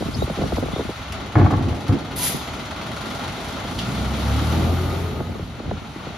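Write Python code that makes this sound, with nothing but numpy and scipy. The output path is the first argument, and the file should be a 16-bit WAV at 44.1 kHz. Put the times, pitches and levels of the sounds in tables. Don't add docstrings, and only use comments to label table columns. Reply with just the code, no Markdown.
import sys
import numpy as np
from scipy import signal
from scipy.fft import rfft, irfft, next_fast_len
from scipy.io import wavfile
from scipy.ndimage import uniform_filter1d

SR = 44100
rng = np.random.default_rng(int(sys.argv[2]) if len(sys.argv) > 2 else 0)


def dump(signal):
    limited = np.clip(np.atleast_2d(signal).T, -1, 1)
    pcm = np.round(limited * 32767).astype(np.int16)
    wavfile.write(sys.argv[1], SR, pcm)


N = 272427
T = np.arange(N) / SR
M = next_fast_len(N + N % 2)
HZ = np.maximum(np.arange(M // 2 + 1) * SR / M, 1)

# (time [s], rumble [dB], clatter [dB], injector hiss [dB])
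LOAD = [(0, -47, -35, -41), (.9, -59, -33.5, -43), (1.15, -32.5, -34, -47.5), (1.6, -27.5, -35.5, -47.5),
        (2.2, -28, -34.5, -47), (2.6, -30, -32.5, -44.5), (3.6, -30.5, -31.5, -40.5),
        (4.08, -24.5, -31, -39), (4.58, -22, -29.5, -38), (5.0, -27, -34, -43), (5.18, -27.5, -37, -46),
        (5.33, -31.5, -40.5, -51), (5.5, -39.5, -40, -51.5), (6.18, -37, -37.5, -50.5)]
# (time [s], buffet level [dB])
GUSTS = [
    [(0, -17.5), (.1, -26.5), (.21, -19.5), (.27, -28), (.31, -26), (.35, -33), (.4, -21.5), (.5, -24),
     (.72, -28), (.82, -26.5), (.92, -32.5), (1.0, -31.5), (1.12, -40), (1.18, -26), (1.3, -54)],
    [(5.1, -31.5), (5.38, -33), (5.46, -27.5), (5.52, -33), (5.7, -23.5), (5.8, -36.5), (6.0, -36),
     (6.12, -29.5), (6.18, -41)],
]


def amp(db):
    return 10 ** (np.asarray(db) / 20)


def rms_one(x):
    return x / np.sqrt(np.mean(x ** 2) + 1e-20)


def in_time(rows):
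    s, *columns = np.transpose(rows)
    gate = np.clip(np.minimum(T - s[0], s[-1] - T) * 200 + 1, 0, 1)
    return [np.interp(T, s, c) for c in columns] + [gate]


def span(s, length, first, last):
    return first + (last - first) * np.clip((T - s) / length, 0, 1)


def decay_db(s, t60_s):
    return -60 * np.maximum(T - s, 0) / t60_s


def at_hz(points):
    hz, value = np.transpose(points)
    return np.interp(np.log(HZ), np.log(hz), value)


def coloured(x, spectrum):
    (low_hz, low_db), (high_hz, high_db) = spectrum[0], spectrum[-1]
    ends = [(low_hz / 2, low_db - 40)] + list(spectrum) + [(high_hz * 2, high_db - 40)]
    return rms_one(irfft(rfft(x, M) * amp(at_hz(ends)), M)[:N])


def drift(rate_hz):
    r = np.exp(-2 * np.pi * rate_hz * 8 / SR)
    draws = rng.standard_normal(N // 8 + 5002)
    slow = signal.lfilter([1], [1, -2 * r, r * r], draws)[5000:]
    return np.interp(np.arange(N) / 8, np.arange(len(slow)), rms_one(slow))


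def tone(hz, level_db, waver):
    turns = np.cumsum(hz * (1 + waver * drift(29.6))) / SR
    return np.sqrt(2) * amp(level_db + 2.5 * drift(10)) * np.sin(2 * np.pi * turns)


def resonate(x, hz, width_hz):
    r = np.exp(-np.pi * width_hz / SR)
    poles = [1, -2 * r * np.cos(2 * np.pi * hz / SR), r * r]
    return signal.lfilter([(1 - r * r) / 2, 0, (r * r - 1) / 2], poles, x)


def modes_of(x, modes, sign=1):
    return rms_one(sum(sign ** k * amp(db) * rms_one(resonate(x, hz, width_hz))
                       for k, (hz, width_hz, db) in enumerate(modes)))


def small_pops():
    pops_per_s, highest_db = 70, 4
    rows = []
    for gust in GUSTS:
        s, db = np.transpose(gust)
        when, weakness, pitch = rng.random((3, round(pops_per_s * (s[-1] - s[0]))))
        at = s[0] + (s[-1] - s[0]) * when
        rows += zip(at, np.interp(at, s, db) + highest_db - 12 * weakness, 400 + 730 * pitch)
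    return rows


def wind():
    # (frequency [Hz], relative density [dB])
    buffet = [(35, -1.5), (70, 9.5), (130, 1), (250, -6.5), (450, -20), (900, -63)]
    # (time [s], level [dB], first frequency [Hz])
    large_pops = [(.005, -12, 450), (.022, -10.5, 1074), (.058, -16, 460), (.085, -10.5, 443),
                  (.221, -5.5, 895), (.276, -14, 710), (.298, -11, 984), (.304, -11, 433), (.374, -13, 510),
                  (.386, -9.5, 640), (.402, -17, 590), (.412, -10, 705), (.418, -10, 936), (.436, -9, 1005),
                  (.457, -13.5, 613), (.521, -7.5, 874), (.526, -11, 750), (.566, -16, 1470),
                  (.572, -16, 890), (.581, -8, 950), (.6, -23, 610), (.625, -9.5, 950), (.634, -12, 817),
                  (.658, -14.5, 913), (.684, -12.5, 900), (.697, -29, 490), (.733, -10.5, 424),
                  (.76, -11, 910), (.777, -16, 866), (.794, -6.5, 650), (.806, -13, 694), (.823, -21, 587),
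                  (.85, -15, 454), (.891, -11, 596), (.903, -23, 800), (2.343, -11.5, 524),
                  (5.199, -15, 800), (5.204, -12, 1006), (5.295, -16.5, 600), (5.353, -19, 700),
                  (5.394, -16, 696), (5.599, -17, 750), (5.655, -19.5, 490), (5.676, -19, 477),
                  (5.711, -10.5, 1037), (5.721, -20, 546), (5.817, -20, 448), (5.96, -16, 453),
                  (6.069, -15, 552)]
    own_db, end_hz, second_harmonic, rough_share = -15, 75, 0.23, 0.26
    mean_sweep_s, rise_s, fade_s = 0.00688, 0.0029, 0.0077

    lumps = amp(3.3 * drift(18))
    shared, own = (coloured(rng.standard_normal(N) * lumps, buffet) for _ in range(2))
    strength = sum(gate * amp(db) for db, gate in map(in_time, GUSTS))
    out = strength * (shared + amp(own_db) * own * [[1], [-1]])
    ragged = coloured(rng.standard_normal(N), [(150, 1.0), (500, -9.5), (1100, -32)])
    t, pops = T[:SR // 10], list(large_pops) + small_pops()
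    for (s, db, hz), (start, skew, size) in zip(pops, rng.random((len(pops), 3))):
        sweep_s = mean_sweep_s * (0.644 + 0.74 * size)
        turns = end_hz * t + (hz - end_hz) * sweep_s * (1 - np.exp(-t / sweep_s)) + start
        angle = 2 * np.pi * (turns + 0.26 * (skew - .5) * np.array([[1], [-1]]))
        pulse = np.sin(angle) + second_harmonic * np.sin(2 * angle)
        pulse = pulse + rough_share * ragged[round(s * SR) % (N - len(t)):][:len(t)]
        envelope = amp(db) * (1 - np.exp(-t / rise_s)) * np.exp(-t / fade_s)
        i = min(round(s * SR), N - 1)
        out[:, i:i + len(t)] += (envelope * pulse)[:, :N - i]
    return out


def pump():
    hz, start_db = 665, -51.5
    clatter_rise_db = in_time(LOAD)[1] - LOAD[0][2]
    return tone(hz, start_db + clatter_rise_db, waver=.0022)


def squeaks():
    # (time [s], length [s], first frequency [Hz], last frequency [Hz], level [dB], roughness [Hz])
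    glides = [(.135, .025, 4950, 5200, -34, 120), (.16, .07, 5500, 7800, -42, 150),
              (.18, .025, 6450, 6600, -41, 80), (.235, .03, 8400, 8600, -41, 60),
              (.185, .02, 9900, 10000, -46, 80), (.2, .06, 11000, 12800, -48, 150),
              (.55, .07, 10800, 12800, -51, 150), (.195, .045, 3650, 3950, -32, 40),
              (.32, .03, 9950, 10000, -47, 80), (.45, .035, 5700, 5750, -43, 80),
              (.712, .035, 3380, 3500, -39, 150), (.742, .028, 3530, 3680, -32, 60),
              (.768, .055, 3480, 3650, -38, 200), (2.36, .012, 3650, 3650, -35, 100),
              (2.392, .012, 3650, 3650, -28, 100), (.137, .018, 4400, 4500, -34, 120),
              (.48, .02, 4500, 4600, -43, 120)]
    out = np.zeros(N)
    slip, grip = drift(300), 1 + .4 * drift(150)
    for s, length, first_hz, last_hz, db, rough_hz in glides:
        progress = np.clip((T - s) / length, 0, 1)
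        hz = first_hz + (last_hz - first_hz) * progress + rough_hz / 2 * slip
        envelope = amp(db) * np.sqrt(np.abs(np.sin(np.pi * progress)))
        out += envelope * grip * np.sin(2 * np.pi * np.cumsum(hz) / SR)
    return out


def arm_ticks():
    # (time [s], initial level [dB])
    ticks = [(0.56, -30), (1.122, -26), (1.1524, -41), (1.5093, -32.5), (1.58, -51), (1.881, -30.5),
             (1.9227, -38)]
    steel = coloured(rng.standard_normal(N),
                     [(1500, 19.0), (3000, 17.0), (6000, 12.0), (11000, 4.5), (15500, -9)])
    return sum((T >= s) * amp(db + decay_db(s, t60_s=.076)) for s, db in ticks) * steel


def brake_linkage():
    # (frequency [Hz], width [Hz], relative level [dB])
    clank = [(1950, 300, -7), (2950, 350, -2), (3200, 300, 0), (3430, 300, -3), (4400, 600, -6)]
    s, rise_s = 3.784, .0083
    envelope = sum(amp(db + decay_db(s, t60_s)) for db, t60_s in [(-20, .07), (-29, .3)])
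    return span(s, rise_s, 0, .83) * envelope * modes_of(rng.standard_normal(N), clank)


def cart():
    # (frequency [Hz], width [Hz], relative level [dB])
    body_modes = [(62, 26, -2.5), (136.5, 16, 0), (197, 53, -2.5), (250, 32, -0.5), (270, 22, -0.5),
                  (326, 27, -1), (370, 260, -8.5), (725, 77, -4), (844, 33, -7.5), (1096, 127, -7.5),
                  (1410, 160, -10.5), (1690, 170, -13), (2180, 350, -18)]
    # (time [s], frequency [Hz], level [dB], wall drumming [dB])
    booms = [
        [(1.357, 107.8, -21, -11), (1.371, 112, -4, -14), (1.393, 109.6, -15, -9.5), (1.427, 94.6, -11, -12.5),
         (1.457, 95, -4, -16), (1.47, 98.2, -27, -14)],
        [(1.478, 84, -12, -17.5), (1.502, 88, -31, -16.5), (1.512, 91, -34, -16), (1.526, 95, -16, -14),
         (1.546, 100, -22, -14), (1.58, 93.2, -14.5, -25), (1.598, 90.0, -48, -16)],
        [(1.606, 89.7, -37, -20), (1.612, 90.4, -42, -17), (1.632, 95.5, -19, -28), (1.67, 92.4, -16, -26),
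         (1.694, 89, -43, -18.5), (1.714, 89, -13, -30), (1.74, 92.6, -36, -44)],
        [(1.888, 95.7, -42, -24), (1.896, 99, -9.5, -18.5), (1.924, 100, -13, -17.5), (1.972, 91, -38, -21.5)],
    ]
    # (time [s], level [dB])
    blows = [(1.355, -18), (1.371, -28), (1.384, -28), (1.398, -23), (1.414, -27), (1.43, -32),
             (1.447, -26), (1.462, -27), (1.506, -24), (1.524, -32), (1.538, -28), (1.579, -29),
             (1.61, -38), (1.695, -35), (1.725, -38), (1.889, -29), (1.924, -32)]
    knocks_per_s, spread_db = 1100, 2
    blow_t60_s, crack_t60_s, crack_db = .14, .05, -1.5

    sizes = amp(spread_db * np.minimum(rng.exponential(1, N), 3)) * rng.choice([-1, 1], N)
    knocks = (rng.random(N) < knocks_per_s / SR) * sizes
    walls = modes_of(rng.standard_normal(N), body_modes[:7], sign=-1)
    stiff = modes_of(knocks, body_modes[6:], sign=-1)
    out = np.zeros(N)
    for rows in booms:
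        hz, db, wall_db, gate = in_time(rows)
        boom = np.sqrt(2) * amp(db) * np.sin(2 * np.pi * np.cumsum(hz) / SR)
        out += gate * (boom + amp(wall_db) * walls)
    for s, db in blows:
        envelope = amp(db + decay_db(s, blow_t60_s)) + amp(db + crack_db + decay_db(s, crack_t60_s))
        out += (T >= s) * envelope * stiff
    return signal.sosfilt(signal.butter(2, 3200, fs=SR, output="sos"), out)


def valve():
    # (time [s], length [s], first frequency [Hz], last frequency [Hz], first level [dB], last level [dB])
    hoot = (2.19, .075, 991, 991, -35, -40)
    octave = (2.19, .08, 2000, 2050, -39, -43)
    edge_s = .023
    out = np.zeros(N)
    for (s, length, first_hz, last_hz, first_db, last_db), waver in [(hoot, .008), (octave, .012)]:
        edge = np.clip(np.minimum(T - s, s + length - T) / edge_s + .5, 0, 1)
        out += edge * tone(span(s, length, first_hz, last_hz), span(s, length, first_db, last_db), waver)
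    return out


def vent():
    # (frequency [Hz], relative density [dB])
    jet_colour = [(1200, -15), (2200, -6), (4000, -7), (6000, -7), (8000, -5), (9200, -2), (10800, 0),
                  (12500, -5), (15800, -12)]
    # (frequency [Hz], width [Hz], relative level [dB])
    pipes = [(2000, 200, -2), (3100, 300, -1), (3600, 250, 0), (4200, 300, -1), (4900, 350, -1),
             (6200, 500, -1), (7200, 500, -4)]
    start_s, opening_s, peak_s, hold_s = 2.163, .013, 2.256, .02
    from_peak_s = np.abs(T - peak_s)

    swell_db = span(start_s, peak_s - start_s, -29, -20)
    jet_db = swell_db - 165 * np.maximum(T - peak_s - hold_s, 0)
    jet = amp(jet_db + 1.5 * drift(40)) * coloured(rng.standard_normal(N), jet_colour)
    jet_body = irfft(rfft(jet, M) * (HZ < 7500), M)[:N]
    jet -= span(start_s, .04, .55, 0) * jet_body

    whistle_hz = 11150 - 600 / 2 * (1 + np.tanh((T - peak_s) / .012 / 2))
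    whistle_db = -20.5 - 6 * ((T - 2.252) / .024) ** 2
    whistle = np.sin(2 * np.pi * np.cumsum(whistle_hz + 50 * drift(200)) / SR)
    whistle *= amp(whistle_db) * (1 + .35 * drift(250))

    nozzle = amp(-36 - 90 * from_peak_s) * rms_one(resonate(rng.standard_normal(N), 10750, 900))
    sigh = amp(-28.5 - 62 * from_peak_s) * modes_of(rng.standard_normal(N), pipes, sign=-1)
    return span(start_s - opening_s, opening_s, 0, .98) ** 2 * (jet + whistle + nozzle + sigh)


def gears():
    # (time [s], frequency [Hz], level [dB])
    axle = [(3.7, 150.7, -36), (3.88, 194.8, -34), (3.996, 214.1, -32.5), (4.3, 234.9, -33.5),
            (4.428, 289.6, -33.5), (4.536, 320.2, -33.5), (4.85, 378.3, -31.5), (4.898, 407.3, -55),
            (4.932, 387, -32), (5.18, 439.5, -37.5)]
    timing = [(4.4, 1070, -50), (4.52, 1160, -39), (4.6, 1195, -42), (4.72, 1220, -41), (4.92, 1235, -40),
              (5.1, 1248, -44), (5.25, 1258, -45), (5.36, 1262, -56)]
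    out = np.zeros(N)
    for curve, waver in [(axle, .012), (timing, .002)]:
        hz, level_db, gate = in_time(curve)
        out += gate * tone(hz, level_db, waver)
    return out


def turbo():
    # (time [s], frequency [Hz], level [dB])
    whistle = [(3.9, 9500, -75), (4.15, 10500, -61), (4.35, 11650, -58), (4.47, 12450, -55),
               (4.6, 12900, -55), (4.72, 13130, -55), (4.85, 13170, -55), (5.07, 12950, -60),
               (5.5, 12500, -72)]
    # (frequency [Hz], relative density [dB])
    air_colour = [(8500, -2), (11000, 0), (13500, 0), (15500, -12)]
    air_above_whistle_db = 7
    hz, level_db, gate = in_time(whistle)
    air = amp(level_db + air_above_whistle_db) * coloured(rng.standard_normal(N), air_colour)
    return gate * (tone(hz, level_db, waver=.003) + air)


def engine():
    # (time [s], firing rate [1/s], firing tone [dB], overtones [dB])
    run = [(0, 33, -47, -47), (2.55, 33, -48, -48), (2.87, 40, -48, -46), (3.4, 49, -48, -40),
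           (3.7, 55, -45, -34), (3.87, 60, -39, -21), (4.02, 63.5, -30, -26), (4.15, 67.5, -27, -26),
           (4.29, 70.7, -20, -21), (4.43, 75.5, -23, -20), (4.52, 79, -21, -20), (4.64, 83.5, -17, -23),
           (4.77, 86, -22, -23), (4.94, 87.4, -25, -24), (5.27, 87, -32, -32), (5.4, 87, -42, -42),
           (6.18, 86, -48, -48)]
    # (multiple of firing rate [1], relative level [dB])
    orders = [(.5, -26), (1, 2.5), (1.5, -6), (2, -11), (2.5, -13), (3, -17), (3.5, -21), (4, -20),
              (4.5, -24), (5, -26), (6, -28), (7, -27)]
    cylinders_db = [0, -9, -1, -8, 0, -10]
    # (time [s], share [0-1])
    throb = [(0, .25), (1.0, .3), (1.3, .55), (3.0, .5), (3.6, .25), (6.18, .15)]
    # (frequency [Hz], gain [dB])
    pipe = [(40, -9), (65, .5), (90, -3), (100, -2), (114, 5), (126, -1), (140, -3), (175, 3), (220, -1),
            (300, -3), (600, -2)]
    # (frequency [Hz], width [Hz], relative level [dB])
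    block_modes = [(653, 166, 9.5), (799, 42, 6), (1374, 120, 7), (2043, 60, 1), (2960, 1430, 5.5),
                   (3706, 360, 1.5), (4260, 170, 1.5)]
    # (frequency [Hz], relative density [dB])
    rumble_colour = [(15, -37), (25, -53), (48, 2), (91, 0.5), (149, -1), (253, -2), (325, -6.5),
                     (653, -13), (700, -11), (910, -12.5), (1540, -120)]
    clatter_colour = [(260, -2), (450, -17.5), (503, -7.5), (673, -2.5), (951, -1), (1380, 0), (1660, -7),
                      (2060, -5), (2720, -8.5), (3180, -6), (4300, -14), (5140, -18.5), (6500, -17),
                      (8450, -36), (14300, -120)]
    hiss_colour = [(2000, -6), (3500, 6), (5000, 3), (6500, 0), (8200, 0), (9800, -1), (11500, -7),
                   (13300, -8), (15800, -13)]
    knock_share, flare_rise_s, block_db = .87, .0026, -5

    rate, tone_db, overtone_db, _ = in_time(run)
    rumble_db, clatter_db, hiss_db, _ = in_time(LOAD)
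    turns = np.cumsum(rate) / SR + 0.4
    strength = amp(np.array(cylinders_db)[turns.astype(int) % 6])
    flare = strength * np.exp(-(turns % 1) / knock_share)
    flare = rms_one(uniform_filter1d(flare, round(flare_rise_s * SR)))
    throbbing = 1 + in_time(throb)[0] * (flare - 1)

    exhaust = np.zeros(N)
    for k, order_db in orders:
        pipe_db = np.interp(k * rate, *np.transpose(pipe))
        level_db = order_db + pipe_db + (tone_db if k < 2 else overtone_db) + 1.1 * drift(4)
        exhaust += np.sqrt(2) * amp(level_db) * np.sin(2 * np.pi * (k * turns + rng.random()))

    rumble = amp(rumble_db + 1.5 * drift(8)) * coloured(rng.standard_normal(N), rumble_colour)
    drive = rng.standard_normal(N) * throbbing
    block = rms_one(sum(amp(db) * rms_one(resonate(resonate(drive, hz, width_hz), hz, width_hz))
                        for hz, width_hz, db in block_modes))
    rattle = coloured(rng.standard_normal(N) * np.sqrt(throbbing), clatter_colour)
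    clatter = amp(clatter_db + 0.97 * drift(12.5)) * (rattle + amp(block_db) * block)
    hiss = amp(hiss_db + 1.2 * drift(3)) * coloured(rng.standard_normal(N) * throbbing, hiss_colour)
    return exhaust + rumble + clatter + hiss


def ports(x, t60_s):
    # (frequency [Hz], likeness [0-1])
    likeness = [(40, .9), (80, .98), (150, .96), (300, .93), (400, .85), (900, .66), (1900, .5),
                (3400, .28), (4500, .5), (5500, .25), (7000, .6), (7800, .995), (8800, .995), (9600, .75),
                (10600, .99), (12300, .99), (13200, .7), (14000, .995)]
    # (frequency [Hz], left minus right [dB])
    left_lean = [(60, -.7), (250, -.7), (380, 0), (700, .5), (1300, 3), (2000, 0), (3400, 4), (5200, 3),
                 (6200, 0), (15000, 0)]
    lag_s, lag_from_hz = .000161, 5180
    tail = rng.standard_normal(SR // 2) * amp(-60 * T[:SR // 2] / t60_s)
    direct = rfft(x, M)
    scatter = direct * rfft(tail / np.sqrt(np.sum(tail ** 2)), M)
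    alike, lean = np.clip(at_hz(likeness), 0, 1), amp(at_hz(left_lean) / 2)
    common, opposed = np.sqrt((1 + alike) / 2) * direct, np.sqrt((1 - alike) / 2) * scatter
    turn = np.exp(1j * np.pi * lag_s * np.maximum(HZ - lag_from_hz, 0))
    left, right = (common + opposed) * lean / turn, (common - opposed) / lean * turn
    return irfft(np.array([left, right]), M)[:, :N]


def scene():
    fittings = pump() + squeaks() + arm_ticks() + brake_linkage()
    truck = fittings + cart() + valve() + vent() + gears() + turbo() + engine()
    return wind() + ports(truck, t60_s=.19)


def record(dry):
    bass_hz, top_hz = 46.7, 15950
    trimmed = signal.sosfilt(signal.butter(2, bass_hz, "high", fs=SR, output="sos"), dry)
    rounded = 1.186 * np.tanh(trimmed / 1.525)
    return signal.sosfilt(signal.cheby2(20, 70, top_hz, fs=SR, output="sos"), rounded)


dry = scene()
out = record(dry)
dump(out)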